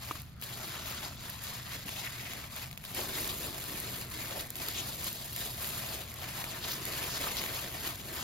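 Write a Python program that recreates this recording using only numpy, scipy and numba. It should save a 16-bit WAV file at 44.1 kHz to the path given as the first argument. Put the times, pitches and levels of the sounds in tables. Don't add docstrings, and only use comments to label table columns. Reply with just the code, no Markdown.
import sys
import numpy as np
from scipy import signal
from scipy.fft import rfft, irfft, next_fast_len
from scipy.io import wavfile
from scipy.ndimage import map_coordinates
from numba import njit

SR = 44100
rng = np.random.default_rng(int(sys.argv[2]) if len(sys.argv) > 2 else 0)


def wrap_up_sound(samples):
    columns = np.atleast_2d(samples).T
    tamed = np.clip(columns, -1, 1)
    steps = np.round(tamed * 32767).astype(np.int16)
    wavfile.write(sys.argv[1], SR, steps)


N = 362943
TIME = np.arange(N) / SR
TOP_HZ = 15800


# f/Hz, level/dB
PAPER_SPECTRUM = [(60, -19), (200, -4.5), (350, 1.5), (500, -3), (660, 2), (820, -4.5), (1020, -2),
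                  (1500, -5), (1850, -3), (3000, -4), (3900, -3), (5100, -4), (5750, -8.5), (7000, -2),
                  (8400, -0.5), (10000, 1), (13300, -0.5), (15700, -8)]
# t/s, billow level/dB, wide fold level/dB, tight fizz level/dB
BEND_LEVELS = [(0.0, -15, -1.5, -1), (0.5, -12.5, -2.5, 3), (0.75, -10.5, -1.5, -2.5), (1.1, -11.5, -2, -1),
               (1.98, -14.5, -4, -0.5), (2.4, -8.5, -0.5, 0), (2.82, -16, -1.5, 2), (2.98, -5.5, -2.5, 2.5),
               (3.3, -5, -1, 3.5), (3.6, -7.5, -3, 2.5), (4.32, -6.5, -1.5, 2.5), (4.78, -8.5, -4, 1.5),
               (5.2, -11, -6, 3), (5.65, -8.5, -3.5, 4), (6.15, -10.5, 0.5, 1), (6.7, -6.5, -1.5, 1),
               (8.23, -7, -1, 2)]

def rustle(effort, slide_db=-4.5, surge_db=1.0, crackle_db=-11., patchy_db=0.92, billow_follow=0.71,
           edges_hz=(577., 2720., 7160.), crinkle_db=-0.5, fizz_db=-0.8):
    billow, fold, fizz = curves(BEND_LEVELS)
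    extra = effort - np.mean(effort)
    sliding = undb(slide_db + extra / 2) * rng.standard_normal((3, N))
    grains = (creases(effort) + sliding) * undb(surge_db * walk(64))
    crackles = creases(effort, rate=260., spread_db=1.0, cycles=13.5, count=8000)
    sheet = spectrum(hollow(grains + undb(crackle_db) * crackles)) * colour(PAPER_SPECTRUM)
    lowpasses = [1 / (1 + (bins() / edge) ** 8) for edge in edges_hz]
    bands = np.diff(lowpasses, axis=0, prepend=0, append=1)
    levels = (billow - (1 - billow_follow) * extra, fold, crinkle_db, fizz + fizz_db)
    out = 0
    for band, db in zip(bands, levels):
        patchy = irfft(sheet * band)[:, :N] * undb(patchy_db * walk(45))
        out = out + unit(patchy) * undb(effort + db)
    return out


def creases(effort, rate=4800., growth=.55, spread_db=0.5, cycles=2.44, shortest_s=7e-5, count=80000):
    gap_draw, pitch_draw, decay_draw, *phases = rng.random((count, 6)).T
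    size = undb(spread_db * np.minimum(rng.standard_normal(count), 2.5))
    activity = undb(growth * (effort - np.mean(effort)))
    expected_count = np.cumsum(activity) * rate / SR
    thresholds = np.cumsum(-np.log(1 - gap_draw))
    used = thresholds < expected_count[-1]
    start = np.searchsorted(expected_count, thresholds[used]) / SR
    hz = 150 + (TOP_HZ - 150) * pitch_draw[used] ** 2
    t60 = shortest_s + cycles * (.5 + decay_draw[used]) / hz
    size = size[used] * np.sqrt(np.sqrt(hz) / t60)
    paths = np.array([ring(start, hz, t60, size, 2 * np.pi * phase[used]) for phase in phases])
    return unit(paths / np.sqrt(activity))


def hollow(x, echo=0.21, lag_s=.0005, motion=0.454, motion_hz=11.85):
    for lag, sign in ((lag_s, 1), (np.pi * lag_s, -1)):
        delayed = np.arange(N) - SR * lag * np.exp(motion * walk(motion_hz))
        x = x + sign * echo * np.array([map_coordinates(row, [delayed], order=3) for row in x])
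    return x


# start t/s, duration/s, level/dB
HAND_PULLS = [(0.017,.116,-49), (0.426,.13,-49.5), (0.575,.249,-47), (0.86,.08,-43), (0.975,.095,-44.5),
              (1.2,.17,-49.5), (1.425,.16,-48), (1.611,.09,-51), (1.715,.06,-45), (1.86,.061,-46.5),
              (1.961,.125,-44.5), (2.125,.319,-49), (2.524,.132,-47.5), (2.845,.08,-51.5), (2.953,.105,-42),
              (3.09,.23,-45), (3.347,.156,-47.5), (3.548,.482,-46.5), (4.115,.235,-47), (4.369,.046,-44.5),
              (4.565,.1,-46.5), (4.67,.23,-45), (5.01,.085,-45), (5.38,.1,-46), (5.58,.29,-45),
              (5.89,.13,-48.5), (6.185,.4,-47.5), (6.655,.09,-44.5), (6.865,.337,-45), (7.209,.111,-42.5),
              (7.362,.088,-43.5), (7.475,.2,-45.5), (7.72,.08,-46.5), (7.83,.075,-42.5), (8.136,.097,-45.5)]
# t/s, level/dB
HOLD_LEVELS = [(0.0, -54), (0.19, -53), (0.27, -63), (0.405, -68), (0.45, -54), (1.05, -51), (1.16, -54.5),
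               (1.3, -52), (2.45, -54), (2.68, -57), (2.76, -60), (3.0, -49), (4.08, -54), (4.52, -54.5),
               (4.95, -48), (5.5, -47.5), (6.1, -53), (6.8, -47), (8.05, -50)]

def pulling(attack_db_per_s=540.5, swell_db=2, release_db_per_s=220, unsteady_db=0.43):
    power = undb(curves(HOLD_LEVELS)[0]) ** 2
    for start, length, db in HAND_PULLS:
        progress = np.clip((TIME - start) / length, 0, 1)
        attack = attack_db_per_s * np.maximum(start - TIME, 0)
        sag = swell_db * (2 * progress - 1) ** 2
        release = release_db_per_s * np.maximum(TIME - start - length, 0)
        power = power + undb(db - attack - sag - release) ** 2
    return 10 * np.log10(power) + unsteady_db * walk(18)


# t/s, level/dB, f/Hz
STIFF_FOLDS = [(0.423,-24.5,2500), (1.891,-23,2530), (2.334,-24,2300), (2.7115,-28,2230), (2.728,-31,3900),
               (2.775,-25.5,2590), (2.839,-28,2340), (2.8502,-24.5,4050), (2.991,-25,895),
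               (3.2445,-21,3670), (4.309,-26,2500), (4.5547,-28,3200), (4.6852,-18.5,4200),
               (5.3622,-25.5,3500), (5.644,-20,4070), (6.441,-20.5,2250), (6.952,-29,2100),
               (7.0495,-29,1110), (7.2405,-22.5,990), (7.368,-18.5,4000), (7.4163,-21,2000),
               (7.438,-20,2270), (7.4615,-21,2170), (7.547,-26,2050)]

def folds(pop_db=-2.5, cycles=9.1, crack_db=-9.0, crack_s=0.0031, delay_s=0.00079):
    s, db, hz = np.array(STIFF_FOLDS, float).T.copy()
    start = s + delay_s
    phases = (0, np.pi / 2, -np.pi / 2)
    pops = np.array([ring(start, hz, cycles / hz, undb(db + pop_db), np.full(len(s), phase))
                     for phase in phases])
    crack = decays(start, db + crack_db, crack_s) * rng.standard_normal((3, N))
    return pops + shape(crack, colour(PAPER_SPECTRUM))


# t/s, level/dB
THIN_SNAPS = [(0.1984,-37), (0.2188,-33), (0.414,-32), (0.438,-27), (1.2995,-28), (1.439,-28), (1.865,-39),
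              (2.5627,-28), (2.7124,-42), (2.7818,-41), (2.8512,-37), (2.948,-25), (3.276,-21),
              (3.8014,-23), (4.1007,-35), (4.4705,-34), (4.504,-24), (4.556,-28), (4.567,-28),
              (4.685,-22.5), (5.043,-21), (5.129,-26), (5.33,-29.5), (5.3628,-22), (5.6544,-25),
              (6.141,-29), (6.8537,-21), (7.1787,-28), (7.8764,-25), (7.9566,-28)]

def snaps(snap_db=-3.0, decay_s=0.0015, low_hz=4560.0):
    s, db = np.array(THIN_SNAPS, float).T
    bright = colour(PAPER_SPECTRUM) / (1 + (low_hz / bins()) ** 3)
    fibres = unit(shape(rng.standard_normal((3, N)), bright))
    return decays(s, db + snap_db, decay_s) * fibres


# t/s, half duration/s, level/dB, centre f/Hz
SLIDES = [(0.434, 0.011, -42.5, 3300), (0.894, 0.056, -44.5, 12300), (1.738, 0.022, -44, 2220),
          (2.067, 0.025, -44.5, 2100), (3.299, 0.015, -38.5, 3800), (4.402, 0.015, -44, 4000),
          (4.78, 0.044, -38.5, 3340), (4.79, .025, -39, 6500), (6.641, 0.013, -39.5, 3670),
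          (6.707, 0.035, -40, 4400), (6.725, 0.023, -40, 5800), (6.717, 0.031, -38, 12500),
          (7.086, 0.01, -43, 900), (7.146, 0.045, -40, 5200), (7.258, 0.033, -42, 1090),
          (7.388, 0.022, -38.5, 4500)]

def swishes(catch_db=3.0, catch_hz=120.0, relative_width=0.7):
    out = np.zeros((3, N))
    friction = rng.standard_normal((3, N)) * undb(catch_db * walk(catch_hz))
    for s, half, db, hz in SLIDES:
        near = abs(TIME - s) < 3 * half
        peak = signal.iirpeak(hz, 1 / relative_width, fs=SR)
        hiss = signal.lfilter(*peak, signal.lfilter(*peak, friction[:, near]))
        out[:, near] += unit(hiss) * undb(db) * swell(s, half)[near]
    return out


# t/s, half duration/s, level/dB, f/Hz, bandwidth/Hz
SLEEVE_MODES = [(0.8, 0.31, -52.5, 1310, 220), (1.6, 0.24, -51.5, 1850, 300), (2.25, 0.26, -51, 2050, 400),
                (4.197, 0.12, -55, 2110, 70), (4.363, 0.07, -46.5, 582, 90), (6.9, 0.099, -53, 1950, 110),
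                (7.38, 0.12, -49.5, 2060, 110), (8.19, .06, -48, 950, 400)]

def sleeve(catch_db=3.0, catch_hz=84.0, drift=0.016, drift_hz=6.3):
    out = np.zeros((3, N))
    friction = rng.standard_normal((3, N)) * undb(catch_db * walk(catch_hz))
    flexed_time = TIME + np.cumsum(drift * walk(drift_hz)) / SR
    for s, half, db, hz, width_hz in SLEEVE_MODES:
        near = abs(TIME - s) < 3 * half
        carrier = np.exp(2j * np.pi * hz * flexed_time[near])
        pole = np.exp(-np.pi * width_hz / SR)
        amplitude = signal.lfilter([1], [1, -pole], friction[:, near] / carrier)
        out[:, near] += unit((carrier * amplitude).real) * undb(db) * swell(s, half)[near]
    return out


# t/s, level/dB, relative crack level/dB
BOX_KNOCKS = [(0.1102, -24, -20), (0.1144, -38, 2), (0.1543, -39, -20)]
# f/Hz, level/dB, T60/s
BOX_MODES = [(312, -9, 0.035), (1038, 1, 0.016), (1250, 0.5, 0.016), (1800, -19, .025), (2320, -13, 0.034),
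             (2840, -18, 0.039)]

def box(crack_s=0.00081, crack_hz=(1410., 3700.)):
    struck_modes = [(*knock, *mode) for knock in BOX_KNOCKS for mode in BOX_MODES]
    s, db, _, hz, mode_db, t60 = np.array(struck_modes, float).T.copy()
    contact = sum(undb(knock_db + crack_db) * (TIME >= at) * np.exp(-abs(TIME - at) / crack_s)
                  for at, knock_db, crack_db in BOX_KNOCKS)
    crack = unit_band(rng.standard_normal(N), crack_hz, order=3)
    phase = np.pi * np.tile(np.arange(len(BOX_MODES)), len(BOX_KNOCKS))
    return ring(s, hz, t60, undb(db + mode_db), phase) + contact * crack


# t/s, level/dB, centre f/Hz
SHEET_FLAPS = [(1.76, -52, 326), (1.865, -47, 250), (2.995, -39.5, 427), (3.042, -44, 506),
               (7.05, -50, 450)]

def flaps(half_s=0.014):
    gust = rng.standard_normal(N)
    return sum(unit_band(gust, [hz / np.sqrt(2), hz * np.sqrt(2)]) * undb(db) * swell(s, half_s)
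               for s, db, hz in SHEET_FLAPS)


def wafts(effort, waft_db=-2.0, band_hz=(35., 179.), follow=0.95):
    air = unit_band(rng.standard_normal(N), band_hz)
    push_db = effort + curves(BEND_LEVELS)[0]
    return air * undb(follow * push_db + (1 - follow) * np.mean(push_db) + waft_db)


# f/Hz, level/dB
ROOM_SPECTRUM = [(20, -14), (45, -7), (70, 1.5), (105, -1.5), (128, 3), (160, -4.5), (230, -7), (350, -25),
                 (1500, -31), (5000, -36), (15000, -129.5)]

def room(drone_db=-49.5, waver_db=0.43, side_db=-14.5, wide_hz=1200.,
         hum_hz=119.5, hum_db=-58, flutter_db=3.5):
    mid = shape(rng.standard_normal(N), colour(ROOM_SPECTRUM))
    width = np.minimum(undb(side_db) + bins() / wide_hz / 2, 1)
    side = shape(rng.standard_normal(N), colour(ROOM_SPECTRUM) * width)
    drone = unit(np.array([mid + side, mid - side])) * undb(drone_db + waver_db * walk(13))
    hum = unit(np.sin(2 * np.pi * hum_hz * TIME) * undb(flutter_db * walk(15)))
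    return drone + undb(hum_db) * hum


# f/Hz, left phase lead/rad, coherence (0-1), left minus right level/dB
STEREO_IMAGE = [(350, -0.4, 0.88, -1.8), (620, 1.28, 0.8, 2.3), (1000, 0.91, 0.84, 2.5),
                (2050, -0.08, 0.4, 0.4), (3000, 1.57, 0.51, 5.7), (4200, 0.52, 0.68, 3.3),
                (5750, -1.13, 0.48, -1.2), (6800, -1.46, 0.59, 2.1), (7700, -2.96, 0.95, 0.9),
                (8400, -3.13, 0.99, 0.0), (9000, -3.17, 0.99, -0.0), (9800, -3.57, 0.88, -0.2),
                (11500, -5.12, 0.66, -0.2), (12600, -6.25, 0.96, 0.1)]

def stereo_image(x):
    hz, *columns = np.transpose(STEREO_IMAGE)
    lead, coherence, balance_db = (np.interp(bins(), hz, c) for c in columns)
    paths = spectrum(x)
    direct = paths[0] * np.exp(.5j * np.array([lead, -lead]))
    heard = np.sqrt(coherence) * direct + np.sqrt(1 - coherence) * paths[1:]
    return irfft(heard * undb(np.array([balance_db, -balance_db]) / 2))[:, :N]


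@njit
def ring(start, hz, t60, size, phase):
    out = np.zeros(N)
    for k in range(len(start)):
        pole = np.exp((2j * np.pi * hz[k] - np.log(1000) / t60[k]) / SR)
        z, first = size[k] * np.exp(1j * phase[k]), int(start[k] * SR)
        for i in range(max(first, 0), min(N, first + int(t60[k] * SR) + 2)):
            out[i] += z.imag
            z *= pole
    return out


def decays(start, db, decay_s):
    hits = np.zeros(N)
    hits[(start * SR).astype(int)] = undb(db)
    return signal.lfilter([1], [1, -np.exp(-1 / (decay_s * SR))], hits)


def swell(centre_s, half_s):
    return np.exp(-((TIME - centre_s) / half_s) ** 2)


def curves(table):
    s, *columns = np.transpose(table)
    return [np.interp(TIME, s, c) for c in columns]


def walk(rate):
    return unit(shape(rng.standard_normal(N), 1 / (1 + (2 * bins() / rate) ** 4)))


def undb(db):
    return 10 ** (np.asarray(db) / 20)


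def unit(x):
    return x / np.sqrt(np.mean(x ** 2))


def unit_band(x, edges_hz, order=2):
    return unit(signal.sosfilt(signal.butter(order, edges_hz, "band", fs=SR, output="sos"), x))


def bins():
    size = next_fast_len(N + SR // 2, real=True)
    return np.maximum(np.arange(size // 2 + 1) * SR / size, 1)


def spectrum(x):
    return rfft(x, 2 * (len(bins()) - 1))


def shape(x, gain):
    return irfft(spectrum(x) * gain)[..., :N]


def colour(points):
    hz, db = np.transpose(points)
    return undb(np.interp(np.log(bins()), np.log(hz), db))


def scene():
    effort = pulling()
    paper = rustle(effort) + folds() + snaps() + swishes() + sleeve()
    return stereo_image(paper) + box() + wafts(effort) + flaps() + room()


def record(dry):
    return signal.sosfiltfilt(signal.ellip(10, .1, 50, TOP_HZ, fs=SR, output="sos"), dry)


dry = scene()
out = record(dry)
wrap_up_sound(out)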